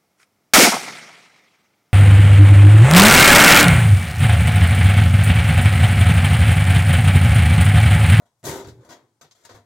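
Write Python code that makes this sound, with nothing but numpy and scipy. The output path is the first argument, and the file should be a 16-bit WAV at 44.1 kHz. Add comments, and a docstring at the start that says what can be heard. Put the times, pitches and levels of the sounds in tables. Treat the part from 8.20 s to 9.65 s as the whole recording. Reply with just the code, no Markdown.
"""A ribbed metal bin clatters in its steel frame as an animal hauls itself up it.
A yard on a still night, the stereo microphone close by, with only a faint echo behind.
The bin slams against its holder and its wall booms as it flexes; claws scrape and knock on the metal.
Every contact rings the same shell: a few strong low modes under a dense wash of high ones."""
import sys
import numpy as np
from scipy import signal
from scipy.fft import rfft, irfft
from scipy.io import wavfile
from scipy.ndimage import uniform_filter1d

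SR = 44100
rng = np.random.default_rng(int(sys.argv[2]) if len(sys.argv) > 2 else 0)


def dump_mix(stems):
    """Bounce the given channels to the path in sys.argv[1] as a 16-bit WAV at rate SR."""
    frames = np.atleast_2d(stems).T  # one column per channel
    limited = np.clip(frames, -1, 1)  # hard clip at full scale
    pcm = np.round(limited * 32767).astype(np.int16)
    wavfile.write(sys.argv[1], SR, pcm)


N = 63945
T = np.arange(N) / SR
RING_N = 3 * SR // 4  # samples in one ring of the sheet metal
BANDS_HZ = 32 * 2 ** (np.arange(37) / 4)
COLOUR_HZ = [110, 1000, 5000, 11000]  # centres of bass, middle, treble and top

# paws, lid and holder striking the bin
# (time [s], wall ring [dB], paw damping [dB/s], bass [dB], middle [dB], treble [dB], top [dB])
KNOCKS = [(0.0, -64.5, 20, -93, -61, -85.5, -83), (0.019, -61, 30, -57.5, -64, -74.5, -77),
          (0.056, -64, 10, -78, -68, -67.5, -76.5), (.193, -91, 198, -82, -95, -76, -73),
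          (.230, -66, 17, -43, -47.5, -62, -61), (0.24, -43.5, 16, -36, -39, -42.5, -44.5),
          (.251, -42, 16, -45, -37, -34.5, -33), (.266, -61, 20, -36.5, -34.5, -34, -35),
          (.282, -48, 29, -35.5, -34, -35.5, -37.5), (.294, -41.5, 14, -32, -31.5, -37, -40),
          (.311, -51, 20, -36, -34.5, -38, -43), (.335, -52, 12, -41, -33.5, -43.5, -45),
          (.358, -52, 16, -40.5, -40.5, -49, -46), (.391, -46, 10, -47.5, -44.5, -75, -64),
          (.445, -51, 18, -48, -48, -46.5, -68), (.470, -61, 3, -36.5, -51, -53, -55.5),
          (.484, -50.5, 103, -42, -54, -45.5, -64.5), (.648, -53, 50, -62, -63, -59, -64.5),
          (0.69, -48.5, 59, -56, -49, -49, -56), (.706, -43.5, 130, -61, -49.5, -48.5, -53),
          (0.726, -44, 146, -79, -57, -43, -60.5), (1.012, -55, 56, -69.5, -45.5, -47.5, -55.5),
          (1.045, -64, 90, -55.5, -60, -52.5, -90), (1.111, -69, 433, -85, -58, -45.5, -64),
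          (1.150, -68.5, 50, -87, -63.5, -59, -69), (1.250, -57, 500, -60, -48, -42, -52),
          (1.292, -50.5, 47, -56.5, -42, -48, -63), (1.310, -55, 47, -52, -51.5, -53, -69),
          (1.345, -58, 69, -42.5, -47.5, -53.5, -60.5), (1.385, -55.5, 22, -69, -65, -72, -84)]


def undb(db):
    """Decibels to gain."""
    return 10 ** (np.asarray(db) / 20)


def per_band(hz, values):
    """Values given at some frequencies, as a column with one per band."""
    return np.interp(np.log(BANDS_HZ), np.log(hz), values)[:, None]


def decay(t60):
    """Exponential fall by 60 dB in t60 seconds."""
    return np.exp(-np.log(1000) * T / t60)


def swell(length):
    """A half-sine rise and fall over length seconds."""
    return np.sin(np.pi * np.minimum(T / length, 1))


def delayed(x, start):
    """The sound, beginning at start seconds."""
    k = int(np.clip(start * SR, 0, N - 1))
    return np.concatenate([np.zeros_like(x[..., :k]), x[..., :N - k]], axis=-1)


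def excite(response, force):
    """A stereo response driven by a force scaled to unit energy."""
    out = signal.fftconvolve(response, force[None] / np.linalg.norm(force), axes=-1)
    return np.pad(out, ((0, 0), (0, N)))[:, :N]


def ring(modes, blows):
    """Decaying sines; each blow (time [s], level [dB], damping [dB/s]) adds energy to every mode."""
    out = 0
    for hz, db, t60 in modes:
        energy = sum(delayed((undb(blow_db - abs(damping) * T) * decay(t60)) ** 2, start)
                     for start, blow_db, damping in blows)
        envelope = uniform_filter1d(np.sqrt(energy), size=90)
        out = out + undb(db) * envelope * np.sin(2 * np.pi * hz * T)
    return out


def stereo_bands():
    """Quarter-octave noises (channel, band, time), narrow in the bass and wide in the treble."""
    # image at the microphone (frequency [Hz], side minus mid [dB], left minus right [dB])
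    image = [(58.5, -16.5, 1.5), (297, -12.5, -0.5), (710, -10, 1.3), (1440, -4, 5), (2960, -2, 4),
             (6300, -3.5, 2), (10300, 0, 6.5), (13900, 0, -2.5)]
    bin_hz = np.maximum(np.arange(N // 2 + 1) * SR / N, 1)
    octaves = np.log2(bin_hz / BANDS_HZ[:, None])
    band_shape = np.cos(np.clip(octaves * 4, -1, 1) * np.pi / 2)
    noise = irfft(band_shape * rfft(rng.standard_normal((2, len(BANDS_HZ), N))), N)
    mid, side = noise / noise.std(axis=-1, keepdims=True)
    hz, side_db, pan_db = np.array(image).T
    width, pan = undb(per_band(hz, side_db)), undb(per_band(hz, pan_db) / 2)
    return np.array([(mid + width * side) * pan, (mid - width * side) / pan]) / np.hypot(1, width)


def night_air():
    """Faint steady air all around the microphone."""
    # the still yard (frequency [Hz], band level [dB])
    air = [(30, -105), (60, -107), (110, -80.5), (250, -97), (800, -86), (1500, -91.5), (2700, -97),
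           (4500, -90), (7500, -87), (15000, -93.5)]
    return undb(per_band(*np.array(air).T))[:, 0] @ stereo_bands()


def sheet_metal():
    """The shell's ring per band at a few points of contact: quick crack, dense wash, faint yard echo."""
    # dense modes of the sheet metal (frequency [Hz], band gain [dB])
    spectrum = [(40, -57), (65, -26.5), (110, -12.5), (210, -17.5), (400, -13.5), (650, -14.5),
                (880, -12.5), (1150, -15.5), (1500, -14.5), (2100, -16), (2700, -25.5), (3500, -12.5),
                (5000, -13.5), (7200, -5), (8800, -14), (10500, -9), (13000, -9.5), (15500, -14)]
    # how long they ring (frequency [Hz], T60 [s])
    ring_times = [(100, 0.4), (400, 0.44), (900, 0.24), (2500, 0.31), (6000, 0.18), (14000, 0.22)]
    wash = decay(per_band(*np.array(ring_times).T))
    crack = undb(-7.5) * decay(t60=0.08)
    yard_echo = undb(-26.5) * decay(t60=0.99)
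    envelope = ((wash + crack + yard_echo) * undb(per_band(*np.array(spectrum).T)))[:, :RING_N]
    noise = stereo_bands()
    share = 0.17  # of the energy rings alike wherever the bin is hit
    common, own = np.sqrt(share) * noise[..., :RING_N], np.sqrt(1 - share) * noise
    return [(common + own[..., k:k + RING_N]) * envelope for k in range(SR // 8, N - RING_N, SR // 8)]


def knocks(points):
    """Each knock chatters briefly and rings the dense modes in its own colour; a resting paw damps them."""
    chatter_db, chatter_s = 3.5, 0.0087  # tiny rebounds: energy over the first touch, decay time
    out, age = np.zeros((2, N)), T[:N // 32]
    for k, (start, _, damping, *colour_db) in enumerate(KNOCKS):
        force = rng.standard_normal(len(age)) ** 3 * np.exp(-age / chatter_s)
        force *= undb(chatter_db) / np.linalg.norm(force)
        force[0] = 1  # the first touch
        colour = undb(per_band(COLOUR_HZ, colour_db))[:, 0]
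        wash = colour @ points[k % len(points)] * undb(-abs(damping) * T[:RING_N])
        out += delayed(excite(wash, force), start)
    return out


def wall_notes():
    """The knocks also ring the clear notes of the ribbed wall, a little left of centre."""
    # modes of the wall (frequency [Hz], gain [dB], T60 [s])
    modes = [(242.8, -4.5, 0.15), (601.5, -5, 0.22), (691, -2.5, 0.22), (696, -7.5, 0.3), (946, -8, 0.3),
             (1005, -15.5, 0.54), (1174, -19, .22), (1460, -8, 0.096), (1940, -16, 0.16)]
    left_minus_right_db = 2.5
    pan = undb(np.array([[1], [-1]]) * left_minus_right_db / 2)
    return pan * ring(modes, [knock[:3] for knock in KNOCKS])


def wall_booms():
    """The wall gives under the animal's weight and comes back: a low boom that swells and fades."""
    # flexes of the wall (start [s], length [s], pitch [Hz], level [dB])
    flexes = [(.235, .12, 141.7, -35.5), (0.271, 0.084, 103, -37), (.42, .15, 118.3, -43.5),
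              (0.557, 0.074, 119.5, -43), (0.826, 0.042, 124, -62.5), (1.015, 0.072, 147.4, -58.5),
              (1.28, .18, 102.2, -52.5)]
    return sum(delayed(undb(db) * swell(length) * np.sin(2 * np.pi * hz * T), start)
               for start, length, hz, db in flexes)


def holder_slams():
    """The whole bin swings into its holder and rings as a hollow body."""
    # blows against the holder (time [s], level [dB])
    slams = [(0.239, -46), (0.264, -35.5), (0.31, -38), (0.355, -37.5), (.575, -57)]
    # hollow modes of the bin (frequency [Hz], gain [dB], T60 [s])
    modes = [(195, -21, 1), (300.1, -6.5, 0.55), (347, 2, 0.27), (388.4, 1.5, 0.56), (403, -5.5, 0.65),
             (522, -5.5, 0.45), (619, -12, 0.48), (831, -15, 0.54), (879, -12.5, 0.42), (1425, -20, 0.2)]
    return ring(modes, [(start, db, 0) for start, db in slams])


def claw_scrapes(points):
    """Claws stick and slip, a swell of tiny clicks into the wall; the dragging pads add a dull rub."""
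    # drags over the ribs (start [s], length [s], middle [dB], treble [dB], top [dB])
    drags = [(.25, 0.19, -33, -36.5, -46), (.56, 0.27, -44, -57, -64), (.69, 0.041, -45.5, -43, -71),
             (.80, 0.052, -60.5, -86, -83), (1.11, 0.28, -54.5, -54.5, -62.5),
             (1.229, 0.051, -49.5, -50.5, -66), (1.29, 0.099, -48.5, -53.5, -64.5)]
    slips_per_s, scatter_db = 700, 3.5
    rub_hz, rub_octaves = 303, 0.68
    rub_db = 6 * np.exp(-(np.log2(BANDS_HZ / rub_hz) / rub_octaves) ** 2)
    out = np.zeros((2, N))
    for k, (start, length, middle, treble, top) in enumerate(drags):
        slips = (rng.random(N) < slips_per_s / SR) * rng.choice([-1, 1], N)
        sizes = undb(scatter_db * rng.standard_normal(N))
        force = (slips * sizes * swell(length))[:RING_N]
        bass = middle - 14
        colour = undb(per_band(COLOUR_HZ, [bass, middle, treble, top])[:, 0] + rub_db)
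        out += delayed(excite(colour @ points[k % len(points)], force), start)
    return out


def scene():
    """The bin under the animal in the quiet yard; the contacts drift slightly left past the microphone."""
    drift_db_per_s, centred_at_s = 0.5, 0.53
    pan = undb(np.array([[1], [-1]]) * drift_db_per_s * (T - centred_at_s) / 2)
    points = sheet_metal()
    contacts = pan * (knocks(points) + claw_scrapes(points))
    return contacts + wall_notes() + wall_booms() + holder_slams() + night_air()


def record(dry):
    """The recorder cuts the very top with a steep low-pass."""
    cutoff_hz = 15900
    return signal.sosfilt(signal.ellip(10, .2, 80, cutoff_hz, fs=SR, output="sos"), dry)


dry = scene()
out = record(dry)
dump_mix(out)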